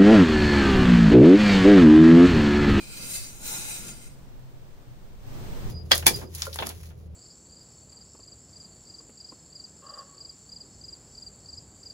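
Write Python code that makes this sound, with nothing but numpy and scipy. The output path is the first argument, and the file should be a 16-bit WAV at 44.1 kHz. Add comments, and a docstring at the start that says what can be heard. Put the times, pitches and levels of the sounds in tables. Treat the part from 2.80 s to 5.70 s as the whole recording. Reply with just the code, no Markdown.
"""A small humming room: a long steel blade is drawn once, tip to heel, over a wet whetstone on a table.
Random ticks of grit ring the blade's modes, whose strengths change as the contact travels along it.
The push slackens about halfway. Filtered noise makes the slurry's hiss, the table's rumble and the air,
and a wavering tone is a distant motor. A while after the treble falls quiet, the gain rises."""
import sys
import numpy as np
from scipy import signal
from scipy.fft import rfft, irfft
from scipy.io import wavfile
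from scipy.ndimage import uniform_filter1d

SR = 44100
rng = np.random.default_rng(int(sys.argv[2]) if len(sys.argv) > 2 else 0)


def dump_mix(stems):
    """Bounce the given channels to the path in sys.argv[1] as a 16-bit WAV at rate SR."""
    frames = np.atleast_2d(stems).T  # one column per channel
    limited = np.clip(frames, -1, 1)  # hard clip at full scale
    pcm = np.round(limited * 32767).astype(np.int16)
    wavfile.write(sys.argv[1], SR, pcm)


N = 127890  # length in samples, 2.9 s


def undb(db):
    """Turn dB into a factor on the amplitude."""
    return 10 ** (np.asarray(db) / 20)


def level(x, db):
    """Scale a sound so its average (RMS) level is db."""
    return x * undb(db) / np.sqrt(np.mean(x ** 2))


def ring(x, hz, width):
    """Pass a sound through one resonance, with gain 1 at its centre."""
    b, a = signal.iirpeak(hz, hz / width, fs=SR)
    return signal.lfilter(b, a, x)


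def colour(x, table):
    """Shape the spectrum by (Hz, dB) points, joined by straight lines on a log-frequency axis."""
    hz, db = np.array(table, float).T
    f = np.arange(N // 2 + 1) * SR / N + 1  # the 1 avoids log(0)
    gain_db = np.interp(np.log(f), np.log(np.maximum(hz, 1)), db)
    return irfft(rfft(x) * undb(gain_db), N)


def walk(rate_hz):
    """Make a slow random curve: levels held for 1 / rate_hz seconds, smoothed twice, spread near 1."""
    hold = int(SR / rate_hz)
    held = rng.standard_normal(400)[np.arange(N) // hold % 400]
    return 1.3 * uniform_filter1d(uniform_filter1d(held, hold), hold)


GRIT_PER_S, GRIT_SPREAD_DB = 12000, 2.5  # ticks per second, unevenness of their size
CHATTER_DB, CHATTER_HZ = 0.95, 60  # depth and rate of the grit's uneven loudness
SHARED, RIGHT_LAG_S = 0.28, .0002  # amplitude share of the left ticks in the right, and their delay


def grit():
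    """Grit hits the edge in dense, uneven ticks; left and right share part of them, the right a little late."""
    hit, sign = rng.random((2, 2, N))
    size_db = GRIT_SPREAD_DB * np.clip(rng.standard_normal((2, N)), -2.5, 2.5)
    left, other = (hit < GRIT_PER_S / SR) * undb(size_db) * np.sign(sign - .5)
    late_left = np.roll(left, int(RIGHT_LAG_S * SR))
    right = SHARED * late_left + np.sqrt(1 - SHARED ** 2) * other
    return level(np.array([left, right]), 0) * undb(CHATTER_DB * walk(CHATTER_HZ))


# The colour of the wet slurry's hiss. Each row: frequency in Hz, relative strength in dB.
SLURRY_COLOUR = [(300, -27), (500, -4.5), (950, -16), (1220, -9), (1900, -6.5), (2470, -2.5), (3300, -8),
                 (4050, 1.5), (4400, -16), (5500, -5.5), (8700, 0), (10800, -12), (13000, -12.5),
                 (16000, -12)]


def slurry(ticks, low_db, high_db):
    """Wet grit hisses between the blade's modes; its low and high ends change along the stroke."""
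    hiss = level(colour(ticks, SLURRY_COLOUR), -2)  # dB beside the ringing modes at 0
    low = signal.sosfilt(signal.butter(2, 1200, fs=SR, output="sos"), hiss)
    high = signal.sosfilt(signal.butter(2, 9800, "high", fs=SR, output="sos"), hiss)
    return hiss + (undb(low_db) - 1) * low + (undb(high_db) - 1) * high


# The blade's modes. Each row: frequency in Hz, width in Hz, then five relative strengths in dB,
# with the stone under the tip, the front, the middle, the rear and the heel.
BLADE_MODES = [(850, 108, -24, -24, -2.5, -12.5, -15), (1408, 54, -2, -18, -3.5, -9, -3),
               (2104, 76, -15, -3.5, -14, -9, -4.5), (2460, 48, 9, -12, -6, -1.5, -6),
               (2613, 40, 0, -5.5, -14, -15.5, -9), (3080, 200, -7, -17, -26.5, -28, -10),
               (3866, 38, -14, -26, -4, -11, -24), (4120, 25, 9.5, -1, -1.5, -6, -11),
               (4696, 166, -0.5, 2.5, -10, -8.5, -7.5), (4920, 28, -14, 3, -24, -14, -2),
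               (5285, 44, 1, -5, -6, -9, -6), (5640, 79, -43, 1.5, -8, -13, -8),
               (5995, 39, -1, 2.5, -0.5, 1, 0), (6674, 41, -3, 7, 4, 4, 0), (7340, 80, -6, -1, -9, -5, 1),
               (7430, 72, -9, -1.5, -2.5, -10, -14), (8120, 79, 0, -12, -21, -3, -5),
               (8340, 102, -14, 2.5, -2, -2, -2), (8880, 38, 2, 0, -3, -10, -2),
               (9170, 52, -5.5, 4, 4, 4.5, -1), (9200, 58, -27, 1, -12, -18, -11),
               (9970, 45, -27, -1, -7, -2, -5), (11370, 66, -24, -5, -17.5, -8, -11),
               (12080, 140, -22, -14, -24, -18, -16), (12350, 104, -13, -4, -8.5, -11, -21),
               (13360, 52, -6, -3, -7, -9, -13), (14100, 160, -12, -11, -26, -18, -14),
               (15200, 36, -13, -10, -3, -15, -15)]
# When each of those five parts is on the stone, in seconds.
CONTACT_S = (.13, .36, .73, .92, 1.12)
# Narrow gaps cut from the rasp: the lower four where the blade hardly radiates, the top one a dip high in the
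# treble. Each row: frequency in Hz, width in Hz.
DEAD_BANDS = [(1230, 70), (1900, 155), (3330, 53), (4410, 92), (10850, 130)]
WANDER_DB, WANDER_HZ = 3, 20  # random drift of each mode's drive: depth, rate
LEFT_TREBLE_DB = 3.5  # extra treble on the left, reached at 13 kHz


def blade(t, push, low_db, high_db):
    """Grit rings each mode by how freely it moves at the contact, so modes swell and fade as nodes pass."""
    ticks = grit() * push
    modes = 0
    for hz, width, *part_db in BLADE_MODES:
        drive_db = np.interp(t, CONTACT_S, part_db) + WANDER_DB * walk(WANDER_HZ)
        modes = modes + ring(ticks * undb(drive_db), hz, width)
    rasp = level(modes, 0) + slurry(ticks, low_db, high_db)
    rasp = rasp * np.sqrt(np.mean(push ** 2))  # restore the strength that levelling took away
    for hz, width in DEAD_BANDS:
        rasp = rasp - ring(rasp, hz, width)
    rasp[0] = colour(rasp[0], [(8000, 0), (13000, LEFT_TREBLE_DB)])
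    return rasp


ECHO_DB, ECHO_T60_S, ECHO_TOP_HZ = -8.5, 0.37, 9150  # strength, time to fall 60 dB, softening of the top


def echo(x):
    """The room answers with a short fading tail of noise, different on left and right."""
    t = np.arange(SR // 2) / SR
    fading = rng.standard_normal((2, len(t))) * undb(-60 * t / ECHO_T60_S)
    tail = level(fading, ECHO_DB) / np.sqrt(len(t))
    b, a = signal.butter(1, ECHO_TOP_HZ, fs=SR)
    soft = signal.lfilter(b, a, x)
    return signal.fftconvolve(soft, tail, axes=1)[:, :N]


# The table top's resonances. Each row: frequency in Hz, width in Hz, relative strength in dB.
TABLE_MODES = [(189, 47, 11), (253.6, 40, 2.5), (330, 33, -5)]


def table(rumble_db):
    """The dragging stone shakes the table top: noise rings its low resonances."""
    shake = rng.standard_normal(N)
    rumble = sum(undb(db) * ring(shake, hz, width) for hz, width, db in TABLE_MODES)
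    return undb(rumble_db) * level(rumble, 0)


# The colour of the room's air. Each row: frequency in Hz, relative strength in dB.
AIR_COLOUR = [(6, 3), (20, 1), (65, -12), (130, -13.5), (190, -14), (300, -19.5), (460, -21.5),
              (1000, -29.5), (2140, -37), (4540, -39.5), (9200, -44.5), (10000, -49.5), (11500, -51.5),
              (12500, -45.5), (16000, -41.5)]
# How strongly left and right differ in that air. Each row: frequency in Hz, strength in dB.
AIR_DIFFERENCE = [(60, 3), (110, -8), (200, -1.5), (380, -4), (700, -0.5), (1290, 0.5), (2380, 1.5),
                  (4400, 0), (8120, 0.5), (15000, -0.5)]
# The wavering hum of the building. Each row: frequency in Hz, width in Hz, level in dB.
BUILDING_HUM = [(33.8, 9.6, -55.5), (100.3, 7.9, -59.5), (364.5, 3.6, -70.5)]
AIR_DB, FLICKER_DB = -49.5, -0.1  # level of the part alike on both sides, depth of the flicker


def room():
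    """Faintly flickering air is coloured noise; narrow bands of noise hum alike on both sides."""
    mid, side, drone = rng.standard_normal((3, N))
    mid = colour(mid, AIR_COLOUR)
    side = colour(colour(side, AIR_COLOUR), AIR_DIFFERENCE)
    scale = undb(AIR_DB) / np.std(mid)
    flicker = undb(FLICKER_DB * walk(4.25))
    air = scale * flicker * (mid + side * np.array([[1], [-1]]))
    return air + sum(level(ring(drone, hz, width), db) for hz, width, db in BUILDING_HUM)


MOTOR_HZ, MOTOR_DB, MOTOR_WAVER_DB = 129.65, -56.5, 3.5  # middle pitch, level, depth of the level's waver


def motor():
    """A distant motor is a low sine tone that wavers in pitch and level."""
    pitch_hz = MOTOR_HZ * (1 + 0.02475 * walk(13))
    phase = 2 * np.pi * np.cumsum(pitch_hz) / SR
    return level(np.sin(phase) * undb(MOTOR_WAVER_DB * walk(15)), MOTOR_DB)


# The stroke. Each row: time in seconds, strength of the push behind the rasp in dB,
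# strength of the table's rumble in dB, then changes to the low end and the high end of the hiss in dB.
STROKE_PATH = [(0.0, -50.5, -47.5, 0, 0), (0.066, -49, -57.5, 0, -6), (0.104, -48.5, -58.5, 0.0039, 0),
               (0.208, -41.5, -47.5, 0, 1), (0.254, -41.5, -50.5, 1, 0), (0.362, -36, -58, 0, -1),
               (0.388, -41.5, -46.5, 0, 0), (0.4, -44, -69, 0, 0), (0.454, -45.5, -54, -8, 0),
               (0.512, -50.5, -59.5, 0, -2), (0.526, -49.5, -69, 0, 0), (0.58, -51, -67, 0, 0),
               (0.61, -47.5, -52, 0, 0), (0.66, -36.5, -55, 0, 8), (0.764, -36.5, -52, 0, 0),
               (0.78, -37, -47.5, 0.0053, 0), (0.956, -39, -57, 0, 0), (1.026, -44.5, -49.5, 0, 3),
               (1.09, -42, -47.5, -6, 0), (1.148, -52.5, -54, 0, 1), (1.274, -52.5, -71, 0, 0.01),
               (1.286, -60, -76, 0, 0), (1.31, -61, -60, 0, 0), (1.336, -64, -75, 0, 0.0034),
               (1.352, -67, -61, 1, 0), (1.5, -79, -60, 0, 0.0097)]


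def scene():
    """Add the rasping blade, its echo, the shaken table, the room and the motor."""
    t = np.arange(N) / SR
    s, push_db, rumble_db, low_db, high_db = np.array(STROKE_PATH, float).T
    push = undb(np.interp(t, s, push_db, right=-120))  # practically silent after the stroke
    rasp = blade(t, push, np.interp(t, s, low_db), np.interp(t, s, high_db))
    rumble = table(np.interp(t, s, rumble_db, right=-120))
    return rasp + echo(rasp) + rumble + room() + motor()


QUIET_DB, HOLD_S = -57, 1.075  # treble level that counts as loud, wait after it was last loud
LIFT_DB, LIFT_S, CREEP_DB_PER_S = 10.5, 0.12, 4  # main rise, its time scale, slow further rise
TOP_HZ = 15700  # upper limit of the sound


def record(dry):
    """Once the treble has stayed quiet for a while the gain rises; the very top is cut."""
    t = np.arange(N) / SR
    high_pass = signal.butter(4, 2000, "high", fs=SR, output="sos")
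    treble = signal.sosfilt(high_pass, dry.mean(axis=0))
    loud = uniform_filter1d(treble ** 2, SR // 40) > undb(2 * QUIET_DB)  # doubled dB: power
    last_loud = np.maximum.accumulate(t * loud)
    waited = np.maximum(t - last_loud - HOLD_S, 0)
    gain_db = LIFT_DB * (1 - np.exp(-(waited / LIFT_S) ** 2)) + CREEP_DB_PER_S * waited
    top_cut = signal.ellip(12, .3, 70, TOP_HZ, fs=SR, output="sos")
    return signal.sosfilt(top_cut, dry * undb(gain_db))


dry = scene()
out = record(dry)
dump_mix(out)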